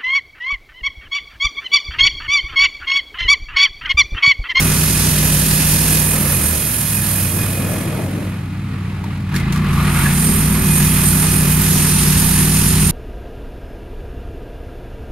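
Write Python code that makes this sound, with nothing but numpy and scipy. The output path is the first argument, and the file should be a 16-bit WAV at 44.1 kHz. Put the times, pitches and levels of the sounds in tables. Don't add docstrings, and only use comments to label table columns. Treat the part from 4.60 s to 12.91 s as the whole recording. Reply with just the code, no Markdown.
import sys
import numpy as np
from scipy import signal
from scipy.fft import rfft, irfft
from scipy.io import wavfile
from scipy.ndimage import uniform_filter1d

SR = 44100
rng = np.random.default_rng(int(sys.argv[2]) if len(sys.argv) > 2 else 0)


def magnitude_from_level(level_db):
    exponent = np.asarray(level_db, float) / 20
    return 10 ** exponent


def wav_out(sig):
    wavfile.write(sys.argv[1], SR, np.round(np.clip(np.atleast_2d(sig).T, -1, 1) * 32767).astype(np.int16))


N = 366471
TIME = np.arange(N) / SR
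HZ = np.maximum(np.fft.rfftfreq(N, 1 / SR), 1)

HEAD_FAR_S = 4.2

# time in seconds, four-stroke cycles per second.
ENGINE_SPEED = [(0, 30.9), (.8, 30.4), (1.56, 31.2), (1.7, 29), (1.85, 25.2), (2.25, 22), (2.4, 19.5),
                (2.76, 18.7), (3.1, 19.4), (4.72, 18.9), (4.74, 27.2), (4.9, 27.4), (4.97, 30.2),
                (5.08, 29.6), (5.52, 28.4), (5.62, 31.6), (6.2, 30.4), (8.31, 30.4)]
# time in seconds, gas load in dB, valve and belt clatter in dB.
THROTTLE = [(0, -23.5, -24.5), (.4, -25.5, -31), (1.2, -26, -37), (1.45, -28, -27.5), (1.7, -28.5, -25),
            (1.9, -31, -31), (2.2, -32.5, -33.5), (2.8, -31, -29.5), (3.35, -34.5, -31), (3.8, -34.5, -36),
            (4.7, -32.5, -34.5), (4.75, -26, -27.5), (5.05, -26, -27.5), (5.17, -23, -23),
            (5.47, -23.5, -19), (5.56, -25.5, -25.5), (6.05, -24, -24.5), (8.31, -24.5, -29)]
# multiple of the cycle rate, level at full speed in dB, level at idle in dB.
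LOW_ORDERS = [(2, 0.5, -14), (3, 0.5, -3.5), (5, 7.5, 8.5)]
# multiple of the cycle rate, level at full speed in dB, level at idle in dB.
HIGH_ORDERS = [(6, 0, 4.5), (7, -9, 6), (8, -7, 4), (9, -18.5, -7.5), (10, -22.5, 4), (11, -20, -6),
               (12, -16, -11.5), (13, -25.5, -9), (16, -27.5, -7.5)]
# centre in Hz, width in Hz, boost in dB.
MUFFLER = [(72.4, 10.5, 4.5), (125.4, 11.4, -11.5)]
MUFFLER_TURN = {6: .7, 7: -2.2, 8: 1.5}
SLIP_TURNS = {2: -1, 3: 1, 6: 2, 7: -1, 8: 1, 9: 3, 11: 2}
# start in seconds, end in seconds, edge in seconds, boost in dB.
SEVENTH_BOOMS = [
    (1.5, 1.75, 0.17, 10.5),
    (4.9, 5.12, .2, 9.5),
    (5.5, 6.1, 0.24, 8.5),
]
# start in seconds, end in seconds, edge in seconds, boost in dB.
OVERRUN_BOOM = [
    (1.71, 1.97, .08, 7.5),
]
# frequency in Hz, level in dB per Hz.
EXHAUST_TONE = [(20, 4), (40, -12), (70, 8), (120, 4), (170, 9.5), (215, 4), (280, -12.5), (360, -2.5),
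                (480, -15.5), (700, -50)]
# frequency in Hz, level in dB per Hz.
CLATTER_TONE = [(260, -37), (450, -16.5), (856, -9), (1170, -4), (1510, -9.5), (2130, -6.5), (3430, -15.5),
                (4050, -16), (5790, -29), (11900, -31), (16000, -51)]
# start in seconds, end in seconds, edge in seconds, dB above the blade's plain rub.
CUTS = [
    (-2, 1.45, 0.17, 5.5),
    (6, 5.55, .1, 4),
    (7, 9, 0.036, 2),
    (6.5, 11, 5.4, 4.5),
]
# frequency in Hz, level in dB per Hz.
WOOD_TONE = [(410, -17), (700, -22), (886, -5), (1330, -11), (1750, -5), (2370, -8), (2560, -4),
             (3370, -6.5), (6570, -4.5), (7990, -8), (9350, -6.5), (12600, -22), (16000, -40)]
# time in seconds, whirr level in dB.
WHEEL_LEVEL = [(0, -22), (.4, -21), (1.3, -20), (2.6, -22.5), (3.12, -32), (3.66, -48), (4, -66),
               (4.9, -70), (5.05, -50), (5.16, -40), (5.37, -27.5), (5.58, -22), (6, -25), (6.1, -20),
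               (8.31, -21.5)]
# frequency in Hz, level in dB per Hz.
WHIRR_NEAR_TONE = [(4650, -18), (7900, -8), (8210, -47), (8530, 2), (8920, 1.5), (10100, -4), (11100, 2),
                   (12300, -1), (13800, -11), (15100, -16), (16000, -10)]
# frequency in Hz, level in dB per Hz.
WHIRR_FAR_TONE = [(4650, -27), (7900, -7.5), (8210, -12), (8760, 4), (9350, 2.5), (10700, -4), (11300, 0.5),
                  (12600, -2.5), (13900, -14.5), (15300, -16), (16000, -21)]
# time in seconds, level in dB.
SING_LEVEL = [(0, -36), (3.1, -36.5), (3.4, -42), (3.55, -59), (5.2, -62), (5.6, -46), (6.2, -34.5),
              (8.31, -47)]
# frequency in Hz, level in dB.
SING_MODES = [(2480, -1), (3283, -8.5), (1700, -6.5)]
# time in seconds, level in dB.
RAILS_LEVEL = [(0, -25), (1.7, -23.5), (2.36, -31), (3, -22), (3.35, -21.5), (3.65, -25.5), (3.76, -36),
               (5.2, -38.5), (5.7, -29), (8.31, -28.5)]
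# frequency in Hz, level in dB per Hz.
RUMBLE_TONE = [(24, -45), (40, -27), (76, -24), (102, -7), (298, -12), (407, -17.5), (615, -17),
               (772, -24.5), (1200, -35), (1560, -46.5), (2640, -120)]
# frequency in Hz, level in dB per Hz.
FRAME_TONE = [(150, -19), (260, 1.5), (355, -6.5), (450, -7.5), (530, -14.5), (700, -15.5), (900, -11.5),
              (1300, -51)]
# frequency in Hz, level in dB per Hz.
YARD_TONE = [(2500, -30.5), (4500, -1), (6000, 0), (11000, -9), (16000, -20)]
# time in seconds, crack in dB, ring over crack in dB, ring pitch in Hz.
KNOCKS = [(4.4398, -28.5, 9, 930), (4.572, -39, 3, 969), (4.605, -38, 2, 1140), (4.6902, -34, 2, 1800),
          (4.7237, -31, 4, 980), (4.7407, -22, 4, 1700), (4.752, -21, 3, 1720), (4.7615, -13.5, -6, 2140),
          (4.7794, -33, -1, 1970), (4.798, -23, 4, 2100), (4.9227, -17, -6, 920), (4.9592, -18, 3, 1170),
          (4.9744, -30, 10, 1260), (5.0444, -29, 10, 1120), (5.1306, -26, 2, 1260)]
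# frequency in Hz, level in dB.
KNOCK_TONE = [(600, -30), (1500, 7.5), (5000, 0.5), (8000, -5.5), (12000, -3.5), (14000, -14), (16000, -20)]
# time in seconds, rub in dB, whirr in dB.
SLAPS = [
    (4.75, -37, -51),
    (4.924, -34.5, -41),
    (5.13, -43, -46),
]
# time in seconds, squeal pitch in Hz, level in dB.
BELT_SQUEAL = [(4.95, 1135, -34), (5.05, 1152, -33), (5.17, 1220, -24), (5.34, 1307, -26),
               (5.42, 1494, -29), (5.45, 1700, -25), (5.466, 1740, -16), (5.485, 1710, -32),
               (5.5, 1740, -52)]
# centre in Hz, width in Hz, boost in dB.
BODY_RINGS = [(1040, 26, -2), (1284, 49, 3), (1448, 49, 5), (1700, 66, 2.5), (2524, 45, 6), (8600, 39, -26),
              (8700, 110, 5), (8920, 80, -2.5), (9060, 55, 3), (9300, 150, 4.5), (10100, 170, 6),
              (10770, 100, 2.5)]
# frequency in Hz, likeness from 0 to 1.
PORT_LIKENESS = [(60, 1), (130, 1), (290, 1), (640, 0.76), (1410, 0.69), (3100, 0.66), (5000, 0.4),
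                 (6820, 0.19), (9000, 0.23), (11000, 0.35), (13000, 0.6), (15000, .15)]
# frequency in Hz, left minus right in dB.
PORT_LEAN = [(60, -5), (110, 1), (200, 3), (380, 1.0), (700, -1), (1290, -0.5), (2380, -1), (4400, 1),
             (8120, -2), (15000, -17.5)]
# frequency in Hz, radians by which left leads.
PORT_LEAD = [(0, 0), (520, 0.55), (1120, -0.05), (2840, -0.8), (5430, -1.0), (6200, -4.5), (6550, 0.4),
             (8960, 0.5), (10200, 1.1), (11000, 0), (12100, -2.8), (12700, -0.5), (14800, -3), (16200, 2)]


def columns(table):
    s, *rest = np.transpose(table)
    return [np.interp(TIME, s, column) for column in rest]


def across(table, hz=HZ):
    f, value = np.transpose(table)
    return np.interp(np.log(hz), np.log(f), value)


def unit(x):
    return x / np.sqrt(np.mean(x ** 2))


def walk(rate):
    k = int(SR / rate)
    held = np.repeat(rng.standard_normal(N // k + 1), k)
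    smooth = uniform_filter1d(uniform_filter1d(held, k), k)
    return unit(smooth[:N])


def spans(table):
    total = 0
    for start, end, edge, db in table:
        inside = np.minimum(TIME - start, end - TIME)
        total = total + db * np.clip(inside / edge + .5, 0, 1)
    return total


def ports(mid, side):
    alike = np.clip(across(PORT_LIKENESS), 0, 1)
    shared = rfft(mid) * np.sqrt((1 + alike) / 2)
    unshared = rfft(side) * np.sqrt((1 - alike) / 2)
    lean_db = across(PORT_LEAN) / 2
    turn = np.exp(.5j * np.interp(HZ, *np.transpose(PORT_LEAD)))
    left = (shared + unshared) * magnitude_from_level(lean_db) * turn
    right = (shared - unshared) * magnitude_from_level(-lean_db) / turn
    return np.array([left, right])


def rush(tone, lo_hz, hi_hz, grit_db, flicker_db, swell_db):
    grit = magnitude_from_level(grit_db * uniform_filter1d(rng.exponential(size=N), size=12))
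    rings_db = sum(db / (1 + ((HZ - f) / (width / 2)) ** 2) for f, width, db in BODY_RINGS)
    both = ports(*(grit * rng.standard_normal((2, N)))) * magnitude_from_level(across(tone) + rings_db)
    in_band = (HZ > lo_hz) * (HZ < hi_hz)
    both = both / np.std(irfft(both.mean(axis=0) * in_band, N))
    place = np.clip(np.log(HZ / lo_hz) / np.log(hi_hz / lo_hz), 0, 1) * 4
    total = 0
    for k in range(5):
        share = np.clip(1 - abs(place - k), 0, 1)
        total = total + irfft(both * share, N) * magnitude_from_level(flicker_db * walk(18))
    return total * magnitude_from_level(swell_db * walk(40))


def exhaust(cycle, hz, load_db):
    idle = np.clip((29 - hz) / 9, 0, 1)
    high_db = load_db + 3 * (TIME > HEAD_FAR_S) * (1 - idle)
    orders = [(load_db, *row) for row in LOW_ORDERS] + [(high_db, *row) for row in HIGH_ORDERS]
    out = rush(EXHAUST_TONE, 40, 480, 1.2, 1.5, .8) * magnitude_from_level(high_db - 2.5)
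    crank = 2 * np.pi * cycle + .13 * walk(15)
    slip = 2 * np.pi * 2.2 * TIME + .7 * walk(17)
    for base_db, k, full_db, idle_db in orders:
        db = base_db + full_db + idle * (idle_db - full_db)
        own = (.12 + .06 * k * ((k > 8) + idle * (k > 5))) * walk(20)
        phase = k * crank + SLIP_TURNS.get(k, 0) * slip + MUFFLER_TURN.get(k, 0) + own
        pipe_db = sum(g / (1 + ((k * hz - f) / (width / 2)) ** 2) for f, width, g in MUFFLER)
        boom_db = (k == 7) * spans(SEVENTH_BOOMS) + (k == 3) * spans(OVERRUN_BOOM)
        waver_db = 0.65 * walk(30) + 0.65 * walk(5)
        out = out + magnitude_from_level(db + 2.5 + pipe_db + boom_db + waver_db) * np.sin(phase)
    return out


def valve_clatter(cycle, clatter_db):
    first = np.exp(-(cycle % 1) / 0.39)
    second = np.exp(-((cycle - 3 / 8) % 1) / 0.04)
    beat = 1 + 0.16 * (first + second)
    return rush(CLATTER_TONE, 800, 5500, 1.6, 0.2, 1.0) * unit(beat) * magnitude_from_level(clatter_db - 3.5)


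def teeth_in_wood(whirr_db, surge_db):
    rub_db = -30.5 + 0.75 * (whirr_db + 20)
    level = magnitude_from_level(rub_db + spans(CUTS) + surge_db) + slaps(column=1)
    return rush(WOOD_TONE, 3000, 7500, 4.8, 0.71, 0.64) * level * magnitude_from_level(-1.0)


def blade_wheels(whirr_db, surge_db):
    near = rush(WHIRR_NEAR_TONE, 9450, 13000, 4.7, 0.66, 0.42)
    far = rush(WHIRR_FAR_TONE, 9400, 13800, 3.8, 1.6, 0.28)
    level = magnitude_from_level(whirr_db + surge_db) + slaps(column=2)
    flutter_db = 0.36 * (walk(55) - walk(30))
    return np.where(TIME < HEAD_FAR_S, near, far) * level * magnitude_from_level(flutter_db - 1.0)


def blade_ring():
    total = 0
    for hz, db in SING_MODES:
        phase = 2 * np.pi * hz * TIME + 1.1 * walk(70)
        total = total + magnitude_from_level(db + 3.2 * walk(30)) * np.sin(phase)
    return magnitude_from_level(columns(SING_LEVEL)[0]) * total


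def rails_and_frame():
    rolling = rush(RUMBLE_TONE, 190, 780, 0.98, 1.2, 0.91)
    humming = rush(FRAME_TONE, 254, 660, 0.4, 2.6, 0.78)
    level = magnitude_from_level(columns(RAILS_LEVEL)[0] - 4.5)
    return np.where(TIME < HEAD_FAR_S - .5, rolling, humming) * level


def yard_air():
    return rush(YARD_TONE, 4000, 12000, 1.1, .6, .4) * magnitude_from_level(-58)


def knocks():
    ring, crack, t = np.zeros(N), np.zeros(N), TIME[:4000]
    rise = 1 - np.exp(-t / 0.00062)
    ring_fade = rise * np.exp(-t / 0.0076)
    crack_fade = rise * (np.exp(-t / 0.0038) + 0.52 * np.exp(-t / 0.018))
    for s, db, ring_db, hz in KNOCKS:
        i = int(s * SR)
        ring[i:i + len(t)] += magnitude_from_level(db + ring_db - 4) * np.sin(2 * np.pi * hz * t) * ring_fade
        crack[i:i + len(t)] += magnitude_from_level(db - 7.5) * crack_fade
    noise = irfft(ports(*rng.standard_normal((2, N))) * magnitude_from_level(across(KNOCK_TONE)), N)
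    return ring + crack * unit(noise)


def slaps(column):
    total = 0
    for row in SLAPS:
        since = TIME - row[0]
        total = total + magnitude_from_level(row[column]) * (since > 0) * np.exp(-np.abs(since) / .03)
    return total


def belt():
    hz, db = columns(BELT_SQUEAL)
    phase = 2 * np.pi * np.cumsum(hz * (1 + .03 * walk(60))) / SR + 1.2 * walk(300)
    slipping = (TIME > BELT_SQUEAL[0][0]) * (TIME < BELT_SQUEAL[-1][0])
    return magnitude_from_level(db - 2.0 + 2.1 * walk(70)) * np.sin(phase) * slipping


def scene():
    hz = columns(ENGINE_SPEED)[0] * (1 + .006 * walk(6))
    cycle = np.cumsum(hz) / SR
    load_db, clatter_db = columns(THROTTLE)
    whirr_db, = columns(WHEEL_LEVEL)
    surge_db = .25 * walk(16)
    engine = exhaust(cycle, hz, load_db) + valve_clatter(cycle, clatter_db)
    blade = teeth_in_wood(whirr_db, surge_db) + blade_wheels(whirr_db, surge_db) + blade_ring()
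    return engine + blade + rails_and_frame() + yard_air() + knocks() + belt()


def top_cut(x):
    return signal.sosfilt(signal.butter(12, 16630, fs=SR, output="sos"), x)


def record(dry):
    dip = np.cos(2 * np.pi * (np.arange(N) / 1024 - .26))
    bass = signal.sosfiltfilt(signal.butter(2, 400, fs=SR, output="sos"), dry)
    joined = bass * (1 + 0.042 * dip) + (dry - bass) * (1 + 0.14 * dip)
    rounded = np.tanh(.6 * joined) / .6
    mix = signal.sosfilt(signal.ellip(14, .3, 60, 15730, fs=SR, output="sos"), rounded)
    return top_cut(mix)


dry = scene()
out = record(dry)
wav_out(out)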